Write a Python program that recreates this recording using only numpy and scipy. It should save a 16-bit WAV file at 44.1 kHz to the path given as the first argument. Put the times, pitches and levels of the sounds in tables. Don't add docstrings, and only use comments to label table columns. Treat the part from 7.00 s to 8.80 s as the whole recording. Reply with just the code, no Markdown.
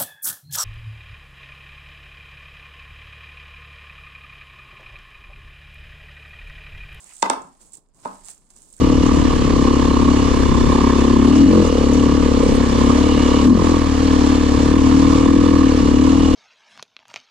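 import sys
import numpy as np
from scipy import signal
from scipy.fft import rfft, irfft, next_fast_len
from scipy.io import wavfile

SR = 44100
rng = np.random.default_rng(int(sys.argv[2]) if len(sys.argv) > 2 else 0)


def pcm_store(signal):
    levels = np.round(np.clip(np.atleast_2d(signal), -1, 1) * 32767)
    wavfile.write(sys.argv[1], SR, levels.astype(np.int16).T)


def gain_from_decibels(decibels):
    exponent = np.asarray(decibels, float) / 20
    return 10 ** exponent


N = 79380
T = np.arange(N) / SR
LEFT_LAG_S = .00048


def paste(sticky_db):
    out = crackle(sticky_db)
    add_snaps(out)
    return out


def crackle(sticky_db):
    snaps_per_s, spread_db, clump_db = 1400, 4, 3.5
    grain_hz, grain_s, click_share = 7900, .0006, .35
    crackle_db, hiss_db = -2, -5.5
    sizes = gain_from_decibels(spread_db * np.minimum(rng.exponential(1, N), 4)) * rng.choice([-1, 1], N)
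    clicks = sizes * (rng.random(N) < snaps_per_s * gain_from_decibels(clump_db * drift(40)) / SR)
    t = T[:int(grain_s * SR)]
    grain = np.hanning(len(t)) * np.cos(2 * np.pi * grain_hz * t) / 4
    fine = click_share * clicks + np.convolve(clicks, grain, "same")
    fine = ports(fine, fine)
    hiss = ports(*rng.standard_normal((2, N)))
    mix = gain_from_decibels(crackle_db) * fine / fine[1].std() + gain_from_decibels(hiss_db) * hiss / hiss[1].std()
    return gain_from_decibels(sticky_db + 4.0) * mix


# middle_s, level_db (peak), brightness (0-1.5)
SNAPS = [(.007, -40, .9), (.0165, -41, .9), (.043, -33, .9), (.063, -41, .9), (.070, -41, .9),
         (.0935, -37, .8), (.1025, -42, .3), (.135, -40, .9), (.1365, -38, .9), (.1555, -38, .9),
         (.1665, -33.5, .9), (.168, -36, .9), (.181, -39, .9), (.1885, -38, .5), (.1905, -39, .9),
         (.199, -39, .9), (.2115, -38, .8), (.4205, -35, .7), (.615, -42, .7), (.722, -40, .9),
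         (.7332, -35, .9), (.736, -31, .9), (.740, -32, .9), (.753, -33, .9), (.7707, -36, .9),
         (.888, -58, .8), (.946, -51, .6), (1.130, -43, .4), (1.146, -42, .9), (1.237, -43, .9),
         (1.247, -34, .9), (1.249, -41, .2), (1.2553, -35, .9), (1.260, -34, .9), (1.265, -36, 1.1),
         (1.2745, -39, .5), (1.276, -38, .9), (1.2853, -24, .2), (1.2925, -36, 1.5), (1.2985, -36, .9),
         (1.300, -33, .9), (1.304, -35, .9), (1.3135, -35, .9), (1.3793, -41, .7), (1.500, -47, .1),
         (1.504, -38, .3), (1.5095, -45, .7), (1.5625, -42, .9), (1.565, -36.5, .6), (1.573, -43, .3),
         (1.584, -43, .7), (1.620, -38, .8), (1.635, -46, .8), (1.6886, -45, .8), (1.7025, -43, .8),
         (1.728, -37, .95), (1.7305, -38, .95), (1.739, -38, .4), (1.7665, -38, .9), (1.7905, -39, .6)]


def add_snaps(out):
    low_hz, rise_hz, ring_s = 3600, 4800, .0013
    left_db, gain_db = -3, 3.5
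    click = 1. * (T == 0)
    heard = ports(gain_from_decibels(left_db) * click, click)[:, :256]
    heard = high_pass(heard, 2, 2800)
    for s, db, bright in SNAPS:
        length_s = ring_s * min(bright, 2 - bright * 1.1) ** 2
        t = T[:5 + int(length_s * SR)]
        burst = np.hanning(len(t)) * np.cos(2 * np.pi * (low_hz + rise_hz * bright ** 0.85) * t)
        snap = signal.fftconvolve(heard, [burst], axes=1)[:, :256]
        start = int((s - t[-1] / 2) * SR)
        out[:, start:][:, :256] += gain_from_decibels(db + gain_db) * snap / np.abs(snap[1]).max()


def after_snaps(level_db, gain_db, dull):
    fade_s = 0.0089
    run = 0
    for s, db, bright in SNAPS:
        size = gain_from_decibels(db + gain_db) * (1 - dull * np.clip(bright, 0, 1))
        run = run + size * (T > s) * np.exp(-np.maximum(T - s, 0) / fade_s)
    return 20 * np.log10(gain_from_decibels(level_db) + run)


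# freq_hz, level_db
PASTE_LEFT = [(400, -8.5), (1500, -15.5), (3500, -23), (6000, -13), (7500, -17.5), (9200, 0.5),
              (10500, -14), (15000, -16.5)]
# freq_hz, level_db
PASTE_RIGHT = [(400, -29), (1500, -18.5), (3500, -8.5), (6000, -4), (7800, 4.5), (9200, -6), (10500, -10.5),
               (15000, -23.5)]


def ports(left, right):
    return np.array([colour(left, PASTE_LEFT, LEFT_LAG_S), colour(right, PASTE_RIGHT, 0)])


# start_s (of the crack), body_db, crack_db, run_up_s, body_delay_s
KNOCKS = [
    (0.2276, -10.5, -6.5, 0.0059, 0.0009),
    (0.2994, -11, -0.5, 0.00034, 0.0029),
    (1.052, -29.5, -36.5, 0.0057, 0.001),
    (1.0564, -19.5, -37.5, 0.0029, 0.001202),
]
# freq_hz, level_db, t60_s
HOLLOW = [(915, 12.5, .075), (900, 11, .05), (800, 6, .03), (930, 12, .05)]
# freq_hz, level_db, t60_s
COUNTER = [(200, -3.5, 0.066), (420, -7.5, 0.037), (210, -6, .06), (250, 9, .09)]


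def knocks():
    wobble_db = 3.5 * drift(18)
    blows, crack, rung = np.zeros(N), np.zeros((2, N)), np.zeros((2, N))
    for (s, body_db, crack_db, run_s, later_s), hollow, counter in zip(KNOCKS, HOLLOW, COUNTER):
        crack += gain_from_decibels(crack_db) * friction_crack(s, run_s)
        struck = blow(s + later_s, body_db, crack_db)
        blows += struck
        rung += bowl_ring(struck, [hollow, counter], wobble_db)
    gritty = grit(crack)
    sent = crack_to_walls(crack)
    crack = ports(gain_from_decibels(-10) * crack[0], crack[1])
    body = high_pass(hollow_thud(blows), 3, 165) + low_pass(gritty, 6, 9600)
    return body, high_pass(rung, 3, 165), low_pass(crack, 6, 9600), sent


def friction_crack(s, run_s):
    own_share, fade_s = .9, .001
    own, shared = rng.standard_normal((2, N))
    run_up = np.clip(1 + (T - s) / run_s, 0, 1)
    fade = np.exp(-np.maximum(T - s, 0) / fade_s)
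    return np.array([own_share * own + shared, shared]) * np.where(T < s, run_up, fade)


def blow(start_s, body_db, crack_db):
    contact_s, swell_db, hard_hz, softens = .00055, 4.5, 6020, 0.77
    force = np.zeros(N)
    for k in range(4):
        at = int((start_s + contact_s * (k - 3)) * SR)
        force[at] = gain_from_decibels(body_db - swell_db * (3 - k)) * (-1) ** k
    top_hz = min(hard_hz * gain_from_decibels(softens * (crack_db - body_db)), SR / 3)
    return low_pass(force, 2, top_hz)


# freq_hz, level_db, t60_s
BOWL = [(194, -10, 0.54), (260, -8.5, .25), (270.8, -4, 0.36), (371.3, -11.5, 0.12), (446.7, -10.5, .17),
        (587, -3, 0.06), (772, -19, 0.12), (852, -6.5, 0.18), (1002, -13, .18), (1042, -8.5, 0.14),
        (1140, -7, 0.081), (1306, -12.5, 0.04), (2215, -14, 0.05), (3626, 3, 0.04)]


def bowl_ring(force, own_modes, wobble_db):
    rung = np.zeros((2, N))
    for hz, db, t60 in [*BOWL, *own_modes]:
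        chance_db = rng.normal(0, 2.5, (2, 1))
        waver_db = np.roll(wobble_db, int(7 * hz)) * (t60 > .1)
        rung += gain_from_decibels(-20 + db + chance_db + waver_db) * ring(force, hz, t60)
    return rung


# freq_hz, level_db
THUD = [(60, -52.5), (230, 4), (500, 0.5), (900, -4.5), (1300, 4), (2200, -15), (3500, -30.5), (6000, -62)]


def hollow_thud(blows):
    return gain_from_decibels(27) * np.array([colour(blows, THUD, .00043), colour(blows, THUD, 0)])


def grit(crack):
    band = signal.butter(2, [1600, 5500], "band", fs=SR, output="sos")
    out = gain_from_decibels(-8) * signal.sosfilt(band, crack)
    out[0] = gain_from_decibels(-9.5) * np.roll(out[0], int(LEFT_LAG_S * SR))
    return out


# freq_hz, level_db
CRACK_SENT = [(1500, -24), (3500, -14), (6000, -7), (7800, -8), (9300, -6), (10500, -25)]


def crack_to_walls(crack):
    return np.array([colour(c, CRACK_SENT, 0) for c in crack])


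# middle_s, length_s, level_db, pitch_hz
RUBS = [
    (0.108, 0.12, -60.5, 2300),
    (0.06, 0.034, -68, 1100),
    (1.2, 0.053, -81, 2700),
    (1.79, 0.034, -65, 1500),
]


def rubs():
    out = np.zeros((2, N))
    for s, length, db, hz in RUBS:
        grain = rng.standard_normal((2, N)) * gain_from_decibels(2.8 * drift(130.0))
        band = signal.butter(2, [hz / 1.27, hz * 1.25], "band", fs=SR, output="sos")
        swell = np.clip(1 - (2 * (T - s) / length) ** 2, 0, 1)
        out += gain_from_decibels(db) * rms_one(signal.sosfilt(band, grain)) * swell
    return out


# freq_hz, level_db (per Hz)
SMEAR = [(240, -55.5), (400, -24), (834, -6), (2440, -16.5), (3960, -17), (5500, -13), (7150, -63.5),
         (12100, -120)]
# freq_hz, level_db (per Hz)
PUSH = [(65, -17), (110, -13.5), (172, -9), (411, -14), (486, -17.5), (900, -21.5), (1170, -16),
        (1980, -120)]


def hand(smear_db, push_db):
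    push = gain_from_decibels(push_db) * banded_noise(PUSH, patchy_db=-0.5, rate=30.)
    return push + gain_from_decibels(smear_db) * banded_noise(SMEAR, patchy_db=3, rate=70)


# freq_hz, t60_s
ROOM_T60 = [(100, 0.57), (250, 0.31), (900, 0.36), (2500, 0.29), (8000, 0.26)]


def kitchen(x):
    first_echo_s = 0.0017
    far_wall_s, far_wall_width_s, far_wall_db = .034, .004, 5.
    t = T[:SR // 2 + SR // 4]
    white = rng.standard_normal((2, len(t)))
    tail = 0
    for hz, sos in bands():
        mid, side = signal.sosfilt(sos, white) * gain_from_decibels(-60 * t / at_hz(ROOM_T60, hz))
        tail = tail + spread(mid, side, hz)
    onset = np.clip(t / first_echo_s - .5, 0, 1)
    far_wall = gain_from_decibels(far_wall_db * np.exp(-((t - far_wall_s) / far_wall_width_s) ** 2))
    tail = tail * onset * far_wall
    return signal.fftconvolve(x, tail / np.sqrt(np.sum(tail ** 2) / 2), axes=1)[:, :N]


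TILTS_S = [0, .297, 1.0, 2]


def room(walls):
    return sum(kitchen(walls * (T >= a) * (T < b)) for a, b in zip(TILTS_S, TILTS_S[1:]))


# freq_hz, level_db (per Hz)
HUM = [(13, -24), (22, 8), (101, -17), (257, -17), (408, -28.5), (632, -26.5), (1430, -64), (11100, -66.5),
       (15000, -72)]


def hum():
    return gain_from_decibels(-62.5 - 1.5) * banded_noise(HUM, patchy_db=-1.7, rate=4.3)


def banded_noise(spectrum, patchy_db, rate):
    out, white, flicker = 0, rng.standard_normal((2, 2, N)), drift(rate)
    for k, (hz, sos) in enumerate(bands()):
        if spectrum[0][0] < hz < spectrum[-1][0]:
            mid, side = signal.sosfilt(sos, white[k % 2])
            out = out + gain_from_decibels(at_hz(spectrum, hz) + patchy_db * flicker) * spread(mid, side, hz)
    return rms_one(out)


# freq_hz, correlation (0-1)
LIKENESS = [(30, 0.19), (150, 0.54), (400, 0.66), (1000, .3), (4000, 0.15), (12000, 0.1)]


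def spread(mid, side, hz):
    alike = np.clip(at_hz(LIKENESS, hz), -1, 1)
    return np.sqrt(1 + alike) * mid + np.sqrt(1 - alike) * side * [[1], [-1]]


def bands():
    edges_hz = 22 * 2 ** np.arange(0, 9.7, 1 / 3)
    return [(np.sqrt(a * b), signal.butter(2, [a, b], "band", fs=SR, output="sos"))
            for a, b in zip(edges_hz, edges_hz[1:])]


def colour(x, spectrum, lag_s):
    size = next_fast_len(N + SR)
    hz = np.arange(size // 2 + 1) * SR / size
    cep = irfft(at_hz(spectrum, hz + 1) * np.log(10) / 20, size)
    cep[1:size // 2] *= 2
    cep[size // 2 + 1:] = 0
    response = np.exp(rfft(cep) - 2j * np.pi * hz * lag_s)
    return irfft(rfft(x, size) * response, size)[:N]


def ring(clicks, hz, t60):
    r, w = gain_from_decibels(-60 / (t60 * SR)), 2 * np.pi * hz / SR
    return signal.lfilter([0, np.sin(w)], [1, -2 * r * np.cos(w), r * r], clicks + 1e-18)


def drift(rate):
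    r = np.exp(-2 * np.pi * rate / SR)
    return rms_one(signal.lfilter([1], [1, -2 * r, r * r], rng.standard_normal(N + SR))[SR:])


def low_pass(x, order, hz):
    return signal.sosfilt(signal.butter(order, hz, fs=SR, output="sos"), x)


def high_pass(x, order, hz):
    return signal.sosfilt(signal.butter(order, hz, "high", fs=SR, output="sos"), x)


def at_hz(points, hz):
    table = np.array(points)
    return np.interp(np.log(hz), np.log(table[:, 0]), table[:, 1])


def rms_one(x):
    return x / np.sqrt(np.mean(x ** 2) + 1e-20)


# start_s, stickiness_db, smear_db, push_db
KNEAD = [(0, -55.5, -65.5, -59.5), (0.197, -54, -66.5, -85), (0.448, -65.5, -70.5, -55),
         (0.588, -69, -72.5, -77.5), (0.613, -55, -66, -63.5), (0.708, -64, -79, -66),
         (0.733, -55, -86, -70.5), (0.783, -59, -89, -60), (0.807, -73.5, -81, -70),
         (0.928, -90.5, -83.5, -78), (0.954, -65.5, -78, -66.5), (1.077, -56, -56, -59.5),
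         (1.226, -60.5, -64.5, -69), (1.304, -47.5, -61, -70), (1.4, -68, -77, -69.5),
         (1.48, -70.5, -74, -72), (1.578, -59, -68.5, -66), (1.8, -58.5, -89, -68)]


def scene():
    s, *controls = np.transpose(KNEAD)
    sticky, smear, push = [np.interp(T, s, c) for c in controls]
    sticky = after_snaps(sticky, -24.5, dull=0.19)
    smear = after_snaps(smear, -31, dull=1)
    wet = paste(sticky)
    thud, rung, crack, sent = knocks()
    walls = gain_from_decibels(-0.5) * (thud + gain_from_decibels(-5.0) * rung) + gain_from_decibels(-13.5) * sent + gain_from_decibels(-20.5) * wet
    return wet + thud + rung + crack + rubs() + hand(smear, push) + room(walls) + hum()


def band_limit(x):
    return signal.sosfilt(signal.butter(12, 15770, fs=SR, output="sos"), x)


def record(dry):
    return band_limit(1.784 * np.tanh(dry / 1.247))


dry = scene()
out = record(dry)
pcm_store(out)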